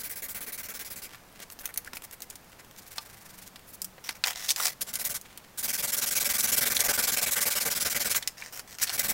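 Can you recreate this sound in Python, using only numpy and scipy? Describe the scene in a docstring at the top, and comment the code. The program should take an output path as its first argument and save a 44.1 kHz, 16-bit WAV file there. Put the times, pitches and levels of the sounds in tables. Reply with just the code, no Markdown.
"""Small plastic strips are scrubbed on sandpaper by hand, close to the microphone, in a small room.
Before that a strip is rubbed on a sanding stick and trimmed with a nail file.
Every stroke is a hail of tiny grit impacts that follows the hand's speed, coloured by filters.
Pieces and tools tick as they meet and the stiff sheet snaps: short blows, each with a brief ring.
Fingers shift their grip, the file rings when knocked, and faint rumble, hiss and low tones lie behind."""
import sys
import numpy as np
from scipy import signal
from scipy.fft import rfft, irfft
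from scipy.io import wavfile

SR = 44100
rng = np.random.default_rng(int(sys.argv[2]) if len(sys.argv) > 2 else 0)


def wrap_up_sound(samples):
    """Save the sound to the file named by the first command line argument, as 16-bit audio."""
    columns = np.atleast_2d(samples).T
    # keep every value between -1 and 1, then stretch to whole-number steps
    tamed = np.clip(columns, -1, 1)
    steps = np.round(tamed * 32767).astype(np.int16)
    wavfile.write(sys.argv[1], SR, steps)


N = 402633  # length of the scene [samples]

# The hand on the sandpaper: a few trial strokes, the long scrub, a fresh start after a look at the edge:
# (time [s], tempo [strokes/s], level [dB], extra bass from pressure [dB], extra treble from speed [dB])
PAPER_TRIAL_HAND = [(4.867, 15, -42, 4, -2), (5.06, 19.7, -33.5, -0.5, 4), (5.19, 22, -35, -0.5, 1.5)]
PAPER_SCRUB_HAND = [(5.575, 18.9, -37.5, -1.5, 6), (5.65, 19.55, -31.3, -0.5, 5), (5.8, 20.95, -31, -1, 2),
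                    (6.15, 21.7, -26.3, -3, 0.5), (6.33, 21.9, -27.2, 0, 2.5), (6.52, 22.1, -24.8, -1, 2),
                    (6.66, 22.05, -27.2, 2.5, 3), (7.1, 21.1, -26.4, 1.5, 1.5), (7.6, 20.25, -28.3, 1.8, 2),
                    (8.0, 20.3, -28.2, 0.5, -1.5), (8.2, 19.7, -26.8, 0.5, 2.5)]
PAPER_RESUME_HAND = [(8.925, 18.8, -35, 3.7, 5.4), (9.13, 19.8, -29.5, 5.4, 5.2)]
# the strip skids as it is set down on the sandpaper:
# (time [s], length [s], level [dB], extra bass [dB], extra treble [dB])
PAPER_LANDING_STROKES = [(4.8089, 0.028, -29.5, -4, 1.3), (8.815, 0.036, -26, -4.5, 0.85)]
# colour of rubbing on sandpaper: (frequency [Hz], level [dB])
PAPER_COLOUR = [(50.0, -6), (150.0, -7), (350.0, -9.5), (700.0, -5), (1100.0, -10.5), (1900.0, -3.5),
                (2900.0, -3.5), (4200.0, 0), (5600.0, 0.5), (7500.0, 2), (9500.0, -2.5), (12000.0, -0.7),
                (15500.0, 0)]


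def sandpaper():
    """The strip is scrubbed on sandpaper, whose dense grit strikes it all through each stroke."""
    strokes = to_and_fro(PAPER_TRIAL_HAND, contact=0.94)
    strokes += to_and_fro(PAPER_SCRUB_HAND, contact=0.98, lean_db=2.5, settle_s=1.4)
    strokes += to_and_fro(PAPER_RESUME_HAND, contact=0.99)
    strokes += PAPER_LANDING_STROKES
    return rub(strokes, PAPER_COLOUR, ring=1, breakaway=0.12, moving=0.94, sharpness=0.99,
               snags_per_s=1500, snag_db=4, chatter_db=1.87, shift_db=3, rest_db=-28.5)


# The hand with the strip on the flat sanding stick:
# (time [s], tempo [strokes/s], level [dB], extra bass from pressure [dB], extra treble from speed [dB])
STICK_HAND = [(-0.026, 16.7, -39.5, 0.5, 3.5), (0.25, 15.6, -40.5, 2, 5.5), (0.58, 18.3, -40, 3, 4.5),
              (0.75, 18.8, -38, 2, 0.5), (0.95, 17.6, -40.5, 0, 3), (1.09, 13.9, -40, 0, 0)]
# colour of rubbing on the stick: (frequency [Hz], level [dB])
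STICK_COLOUR = [(50.0, -2), (150.0, -11.5), (350.0, -9), (700.0, -11), (1100.0, -14.5), (1900.0, -6),
                (2900.0, -8.5), (4200.0, -4.5), (5600.0, -6), (7500.0, -4.5), (9500.0, -6.5), (12000.0, -5),
                (15500.0, -0.5)]


def sanding_stick():
    """The strip is rubbed to and fro on fine grit glued to a flat stick."""
    strokes = to_and_fro(STICK_HAND, contact=0.96, lean_db=1.5, settle_s=0.088)
    return rub(strokes, STICK_COLOUR, ring=0.99, breakaway=0.27, moving=0.93, sharpness=1.,
               snags_per_s=1800, snag_db=4.5, chatter_db=-1.0, shift_db=3, rest_db=-42)


# The hand with the nail file on the hand-held strip, in slow strokes:
# (time [s], tempo [strokes/s], level [dB], extra bass from pressure [dB], extra treble from speed [dB])
FILE_SLOW_HAND = [(1.412, 9.3, -39.5, -2.5, -9), (1.53, 11.15, -50.5, -7, 9), (1.7, 11.9, -53.5, 12.5, 7),
                  (1.87, 11.4, -46, 5, -5), (1.96, 11.6, -46, -1, 4.5), (2.2, 10.6, -48.5, 0, 5),
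                  (2.4, 7.8, -56, 7, -5)]


def slow_file_strokes():
    """Slow strokes of the file, with a lift between them."""
    return to_and_fro(FILE_SLOW_HAND, contact=0.38)


# The same hand in quick, light strokes:
# (time [s], tempo [strokes/s], level [dB], extra bass from pressure [dB], extra treble from speed [dB])
FILE_QUICK_HAND = [(2.772, 24, -40.5, -6, -0.98), (2.83, 23.5, -53.5, -8, -1.01), (2.95, 18.5, -44, -2, 1),
                   (3.1, 27, -52, 0, -1.03), (3.27, 23.5, -51.5, 0, 0), (3.5, 23.5, -46, -7, -1)]
# stray touches of the file: (time [s], length [s], level [dB], extra bass [dB], extra treble [dB])
FILE_TOUCH_STROKES = [(1.633, 0.039, -50.5, 8, 6), (2.587, 0.033, -50.5, 2.5, -5),
                      (3.666, 0.067, -56.5, -10, 9), (3.728, 0.038, -48, -23, 6)]
# colour of filing: (frequency [Hz], level [dB])
FILE_COLOUR = [(50.0, 8), (150.0, -21), (350.0, -8), (700.0, -0.5), (1100.0, -4), (1900.0, 3),
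               (2900.0, -3.5), (4200.0, -2), (5600.0, -1.5), (7500.0, -1), (9500.0, -2), (12000.0, -1.5),
               (15500.0, -1)]


def nail_file(slow_strokes):
    """The file trims the strip; its few strong snags make a rougher sound."""
    strokes = slow_strokes + to_and_fro(FILE_QUICK_HAND, contact=0.96) + FILE_TOUCH_STROKES
    return rub(strokes, FILE_COLOUR, ring=0.45, breakaway=0.032, moving=0.84, sharpness=0.86,
               snags_per_s=1200, snag_db=14, chatter_db=1.7, shift_db=0.5, rest_db=-26)


# the sheet sliding over the mat and under the fingers:
# (time [s], length [s], level [dB], extra bass [dB], extra treble [dB])
SHEET_STROKES = [(4.04, 0.09, -40.5, -0.5, 0), (4.15, 0.032, -52.5, 6, 6), (4.245, 0.09, -34, 4, 3),
                 (4.355, 0.24, -40, -1, 1), (4.483, 0.044, -25.5, -6, 1), (4.56, 0.174, -35.5, 1, 4.5),
                 (4.625, 0.073, -28, -1.5, 3.5), (8.2, 0.11, -54.5, 9, 3), (8.37, 0.15, -46.5, 3.5, -3),
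                 (8.525, 0.097, -44, 2, 6), (8.675, 0.1, -47.5, -1, 0), (8.785, 0.19, -36.5, 1.5, 1)]
# colour of the sliding sheet: (frequency [Hz], level [dB])
SHEET_COLOUR = [(50.0, -34), (150.0, -34), (350.0, -20), (700.0, -4.5), (1100.0, -10), (1900.0, -2.5),
                (2900.0, -7.5), (4200.0, -6), (5600.0, 0.5), (7500.0, -5), (9500.0, -9.5), (12000.0, -12),
                (15500.0, -8.5)]


def sliding_sheet():
    """The sheet of sandpaper is pulled into place, with sparse, strong snags."""
    return rub(SHEET_STROKES, SHEET_COLOUR, ring=0.094, breakaway=0.086, moving=0.88, sharpness=0.4,
               snags_per_s=350, snag_db=16, chatter_db=4.5, shift_db=3.0, rest_db=-10)


# resonances of the strip, hand and worktop: (frequency [Hz], width [Hz], height [dB])
BODY_RESONANCES = [(219, 73, 6.5), (441, 44, 7.5), (582.4, 30, 10.5), (850, 73, 6), (1167, 214, 7),
                   (1552, 233, 9), (2170, 530, 6), (3310, 36, 4), (3920, 20, 2), (5680, 1030, 3),
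                   (7180, 116, 2.2), (8200, 363, 3), (11080, 1800, 4.5)]


def rub(strokes, tone, ring, breakaway, moving, sharpness, snags_per_s, snag_db, chatter_db, shift_db, rest_db):
    """Each stroke breaks away, speeds up and slows to the turn; the treble needs the most speed."""
    hz, out = bins(), np.zeros(N)
    colour_db = read(tone, hz)
    for centre_hz, width_hz, height_db in BODY_RESONANCES:
        colour_db = colour_db + ring * height_db / (1 + (2 * (hz - centre_hz) / width_hz) ** 2)
    for s, length, db, bass_db, treble_db in strokes:
        bands = split(grit(snags_per_s, snag_db, chatter_db))
        size = min(round(length * SR), len(bands[0]))
        phase = np.linspace(0, 1, size)
        # half a sine wave, entered partway up; the hand may stop before the stroke ends
        travel = breakaway + (1 - breakaway) * phase / min(moving, 1)
        speed = abs(np.sin(np.pi * np.minimum(travel, 1)))
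        drive = np.zeros(size)
        for band, extra_db, power in zip(bands, (bass_db, 0, treble_db), (.55, 1, 1.2)):
            swell = unit(speed ** abs(power * sharpness) + amp(rest_db))
            drive += amp(extra_db) * band[:size] * swell
        drive /= np.std(sum(bands)[:size])
        # the contact point travels along the strip, so the colour changes from end to end of the stroke
        for weight in (1 - phase, phase):
            body = causal(colour_db + shift_db * wander(len(hz), 45.3))
            add(out, s, amp(db) * signal.fftconvolve(drive * weight, body))
        add(out, s, amp(db) * unit(speed) * squeaks(size / SR))
    return out


def to_and_fro(hand, contact, lean_db=0, settle_s=1, uneven_db=0.7):
    """Strokes touch for a share of each beat; as the hand settles in, pushes bear down and pulls ease off."""
    times, tempo, *controls = np.transpose(hand)
    t = np.linspace(times[0], times[-1], SR)
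    beats = np.cumsum(np.interp(t, times, tempo)) * (t[1] - t[0])
    turns = np.maximum(np.interp(np.arange(round(beats[-1]) + 1), beats, t), 0)
    strokes = []
    for k, (s, beat_s) in enumerate(zip(turns, np.diff(turns))):
        length = contact * beat_s
        planned = [np.interp(s + length / 2, times, control) for control in controls]
        db, bass_db, treble_db = planned + uneven_db * rng.standard_normal(3)
        settled = min(((s - times[0]) / settle_s) ** 2, 1)
        push_db = (-1) ** k * lean_db * settled
        strokes.append((s, length, db, bass_db + push_db, treble_db))
    return strokes


def grit(snags_per_s, snag_db, chatter_db, chatter_hz=450, size=8192):
    """Countless fine impacts, a few coarse grains that snag, and a chattering contact."""
    fine = rng.standard_normal(size)
    is_snag = rng.random(size) < snags_per_s / SR
    snags = is_snag * np.clip(rng.laplace(size=size), -3, 3)
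    chatter = amp(chatter_db * wander(size, chatter_hz * size / SR))
    return (fine + amp(snag_db) * snags) * chatter


def squeaks(length, squeak_db=-7, low_hz=2200, high_hz=7500, cycles=4, count=5):
    """Here and there a coarse grain sticks and slips for a few cycles, each at a pitch of its own."""
    out, t = np.zeros(round(length * SR)), np.arange(SR // 50) / SR
    for when, pitch, force in rng.random((count, 3)):
        turns = t * low_hz * (high_hz / low_hz) ** pitch
        squeak = np.sin(2 * np.pi * turns) * np.exp(-turns / cycles)
        add(out, when * length, 2 * force ** 2 * squeak)
    return amp(squeak_db) * out


# an edge of the strip catches and lets go with a bright tick: (time [s], energy [dB])
CATCH_TICKS = [(1.595, -16), (1.7409, -12), (1.7752, 1), (2.2209, -8), (3.818, -2), (3.8449, -3.5),
               (4.8167, -2), (4.938, -3), (4.9557, 0), (5.051, 0), (5.2133, -14.5), (7.2292, 1.5),
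               (8.8345, 3.5), (8.995, 3)]
CATCH_HZ, CATCH_OCTAVES = 15300, 1.2  # centre and spread


def strip_catches():
    """A caught edge springs free with a bright tick."""
    blows = [(s, db, CATCH_HZ, CATCH_OCTAVES) for s, db in CATCH_TICKS]
    return clicks(blows, ring_share=0.75, ring_t60=0.039, crush_s=0.0006)


# strip, file and fingers knock together: (time [s], energy [dB], centre [Hz], spread [octaves])
TAP_BLOWS = [(1.1464, -18.5, 1610, 1.15), (1.6562, -2.5, 7720, 2.1), (1.8734, -13.5, 1650, 0.15),
             (1.9331, -12.5, 559, 1.46), (1.9698, -9.5, 3030, 1.7), (2.3009, -13, 7540, 0.42),
             (2.3556, -17.5, 5780, 1.23), (2.9819, -6.5, 1730, 1.13), (3.5586, -17, 2157, 1),
             (3.981, -21.5, 940, 0.79), (4.091, -1.5, 2050, 1.14), (5.3755, -13.5, 2280, 3.1),
             (8.2258, -8.5, 3500, 0.68), (8.2753, 2, 5240, 0.81), (8.4222, -11.5, 1800, 0.46),
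             (8.5944, -10, 1900, 1.4)]


def taps():
    """Strip, file and fingers knock together, each tap with a colour of its own."""
    return clicks(TAP_BLOWS, ring_share=0.71, ring_t60=0.038, crush_s=0.001)


# the strip trips over a coarse grain of the sandpaper: (time [s], energy [dB], centre [Hz])
TRIP_BLOWS = [(6.4079, 0.5, 5850), (6.768, 3.5, 4300), (6.8056, 5, 5600)]
TRIP_OCTAVES = 0.44  # spread


def strip_trips():
    """A coarse grain jolts the strip: mostly blow, little ring."""
    blows = [(*row, TRIP_OCTAVES) for row in TRIP_BLOWS]
    return clicks(blows, ring_share=0.33, ring_t60=0.038, crush_s=0.0004)


# the loose pieces tick lightly between the fingers:
# (time [s], length [s], energy of the strongest ticks [dB])
FIDGET_STRETCHES = [(1.08, 0.35, -23), (2.25, 0.53, -20), (3.1, 0.6, -22.5)]


def light_ticks(slow_strokes, lead_s=0.01, landing_db=-18, landing_hz=2200, landing_octaves=4.3):
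    """Loose pieces tick, and the file lands with a soft tap just before each slow stroke."""
    landings = [(s - lead_s, landing_db, landing_hz, landing_octaves) for s, *_ in slow_strokes]
    ticks = scatter(FIDGET_STRETCHES, ticks_per_s=16, range_db=15, centre_hz=4500, octaves=2.6)
    return clicks(landings + ticks, ring_share=0.65, ring_t60=0.022, crush_s=0.00032)


# the stiff sheet snaps as it bends: (time [s], energy [dB], centre [Hz])
SNAP_BLOWS = [(4.239, 6, 2750), (4.2806, -4.7, 2990), (4.4909, 0, 5830), (4.505, 5, 4500),
              (4.5614, -4, 4400), (4.6006, -2, 1200), (4.668, -3, 4680), (8.1488, -4, 1900),
              (8.8947, -6, 4460)]
SNAP_OCTAVES = 0.64  # spread
# the handled sheet crinkles: (time [s], length [s], energy of the strongest ticks [dB])
CRINKLE_STRETCHES = [(4.3, 0.15, -11.5), (8.405, 0.04, -12), (8.86, 0.06, -7)]


def sheet_clicks():
    """The bending sheet gives loud snaps, and small ticks while it crinkles."""
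    snaps = [(*row, SNAP_OCTAVES) for row in SNAP_BLOWS]
    crinkles = scatter(CRINKLE_STRETCHES, ticks_per_s=55, range_db=11.5, centre_hz=2190, octaves=1.15)
    return clicks(snaps + crinkles, ring_share=0.66, ring_t60=0.03, crush_s=0.0007)


def clicks(blows, ring_share, ring_t60, crush_s, ripple_db=3, size=2048):
    """A sharp, slightly crumbling blow, then a short dense ring of the light plastic or stiff paper."""
    hz, t, out = bins(), np.arange(size) / SR, np.zeros(N)
    share = np.clip(ring_share, 0, 1)
    for s, db, centre_hz, spread in blows:
        # a bell-shaped hump over octaves, its skirts held at -35 dB
        octaves_away = np.log2((hz + 1) / centre_hz)
        hump_db = np.maximum(-10 / np.log(100) * (octaves_away / spread) ** 2, -35)
        body = causal(hump_db + ripple_db * wander(len(hz), 31.4))
        crush = (t == 0) + .5 * rng.standard_normal(size) * np.exp(-t / crush_s)
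        rattle = rng.standard_normal(size) * amp(-60 * t / ring_t60)
        blow = unit(signal.fftconvolve(crush, body)[:size])
        ring = unit(signal.fftconvolve(rattle, body)[:size])
        click = np.sqrt(1 - share) * blow + np.sqrt(share) * ring
        add(out, s, amp(db) * click / np.sqrt(size))
    return out


def scatter(stretches, ticks_per_s, range_db, centre_hz, octaves):
    """Small blows of random time and strength, spread over each stretch."""
    blows = []
    for s, length, db in stretches:
        ticks = rng.random((max(round(ticks_per_s * length), 1), 2))
        for k, (when, weakness) in enumerate(ticks):
            time = s + length * (k + when) / len(ticks)
            blows.append((time, db - range_db * weakness, centre_hz, octaves))
    return blows


# hard knocks on the nail file: (time [s], level [dB])
KNOCKS = [(2.982, -31), (4.092, -36)]
# ringing tones of the nail file: (frequency [Hz], level [dB], time to fade by 60 dB [s])
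FILE_RING = [(903, -5.5, 0.077), (1185, -5.5, 0.065), (4430, -5, 0.053), (5110, 7, 0.019)]


def file_knocks():
    """The nail file rings briefly when knocked, as a few fading sine tones."""
    t, out = np.arange(SR // 5) / SR, np.zeros(N)
    ring = sum(amp(db - 60 * t / t60) * np.sin(2 * np.pi * hz * t) for hz, db, t60 in FILE_RING)
    for s, db in KNOCKS:
        add(out, s, amp(db) * ring)
    return out


# fingers shifting their grip on the strip: (time [s], length [s], level [dB])
GRIP_SHIFTS = [(1.06, 0.16, -55), (1.335, 0.12, -55.5), (2.421, 0.26, -65.5), (5.196, 0.37, -59.5)]


def fingers(ticks_per_s=200, tick_db=23, skin_hz=2000, slope_db=5):
    """Dry skin creeps over the plastic in small dull ticks while the grip changes."""
    out = np.zeros(N)
    skin = causal(-slope_db * abs(np.log2((bins() + 1) / skin_hz)))
    for s, length, db in GRIP_SHIFTS:
        creep = grit(ticks_per_s, tick_db, 8.4, chatter_hz=63.4, size=SR)[:round(length * SR)]
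        creep = unit(creep * signal.windows.tukey(len(creep), .5))
        add(out, s, amp(db) * signal.fftconvolve(creep, skin))
    return out


def room(x, early_db=-13, tail_db=-21, early_t60=0.041, tail_t60=0.19):
    """Quick scatter from the worktop and hands, then the faint tail of a small room."""
    t = np.arange(SR // 2) / SR
    response = 1. * (t == 0)
    for db, t60, delay in ((early_db, early_t60, .002), (tail_db, tail_t60, .012)):
        echoes = rng.standard_normal(len(t)) * (rng.random(len(t)) < .1)
        echoes = echoes * (t > delay) * amp(-60 * t / t60)
        response = response + amp(db) * echoes / np.linalg.norm(echoes)
    return signal.fftconvolve(x, response / np.linalg.norm(response))[:N]


# colour of the room noise: (frequency [Hz], level [dB])
FLOOR_COLOUR = [(35, -0.5), (200, -1.5), (330, -6), (800, -6), (1700, -10), (3200, -15.5), (6000, -17.5),
                (10000, -20), (15500, -18)]
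FLOOR_DB = -54  # level of the room noise
# faint low tones in the background: (time [s], length [s], frequency [Hz], level [dB])
FAINT_TONES = [(3.06, 0.1895, 111, -57), (3.05, 0.55, 186, -60.5), (3.74, 0.22, 188, -54.5)]


def background():
    """Steady rumble and hiss from filtered noise, with a few faint low tones that swell and fade."""
    spectrum = rfft(rng.standard_normal(N)) * amp(read(FLOOR_COLOUR, bins(size=N)))
    out = amp(FLOOR_DB) * unit(irfft(spectrum, N))
    for s, length, hz, db in FAINT_TONES:
        t = np.arange(round(length * SR)) / SR
        swell = np.sin(np.pi * t / length)
        add(out, s, amp(db) * swell * np.sin(2 * np.pi * hz * t))
    return out


def amp(db):
    """Decibels to gain."""
    return 10 ** (np.asarray(db) / 20)


def unit(x):
    """Scales to an rms of one."""
    return x / np.sqrt(np.mean(x ** 2) + 1e-20)


def read(points, hz):
    """Reads a spectrum table on a log-frequency axis."""
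    f, value = np.transpose(points)
    return np.interp(np.log(hz + 1), np.log(f + 1), value)


def add(mix, s, sound):
    """Mixes a sound in at time s."""
    part = mix[max(round(s * SR), 0):][:len(sound)]
    part += sound[:len(part)]


def wander(size, steps):
    """A random line of about unit spread, with a new random target at each step."""
    knots = rng.standard_normal(1024)
    return np.interp(np.linspace(0, steps, size), np.arange(len(knots)), knots)


def causal(db, size=4096):
    """The impulse response, of unit energy, that rings after the blow with the given spectrum."""
    log_gain = np.log(amp(np.maximum(db - db.max(), -80)))
    circle = np.r_[log_gain, log_gain[-2:0:-1]]
    # the Hilbert transform gives the phase that puts the energy as early as possible
    response = np.fft.ifft(np.exp(np.conj(signal.hilbert(circle)))).real[:size // 2]
    return response / np.linalg.norm(response)


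def bins(size=4096):
    """Frequencies of a spectrum."""
    return np.fft.rfftfreq(size, 1 / SR)


def split(x, low_hz=2800, high_hz=9000):
    """Parts a sound into bass, middle and treble."""
    hz, z = bins(size=2 * len(x)), rfft(x, 2 * len(x))
    bass = 1 / (1 + (hz / low_hz) ** 8)
    treble = 1 - 1 / (1 + (hz / high_hz) ** 8)
    return [irfft(z * share)[:len(x)] for share in (bass, 1 - bass - treble, treble)]


def scene():
    """Stick, file, sheet and sandpaper, with their clicks, in the room."""
    slow_strokes = slow_file_strokes()
    rubbing = sandpaper() + sanding_stick() + nail_file(slow_strokes) + sliding_sheet()
    plastic_clicks = strip_catches() + taps() + strip_trips() + light_ticks(slow_strokes)
    handling = plastic_clicks + sheet_clicks() + file_knocks() + fingers()
    return (room(rubbing + handling) + background())[None]


EDGE_HZ = 15900  # top of the recorder's band


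def record(dry):
    """The recorder's band limit, a low-pass filter."""
    low_pass = signal.firwin(511, EDGE_HZ, window=("kaiser", 9), fs=SR)
    return signal.oaconvolve(dry, low_pass[None], "same")


dry = scene()
out = record(dry)
wrap_up_sound(out)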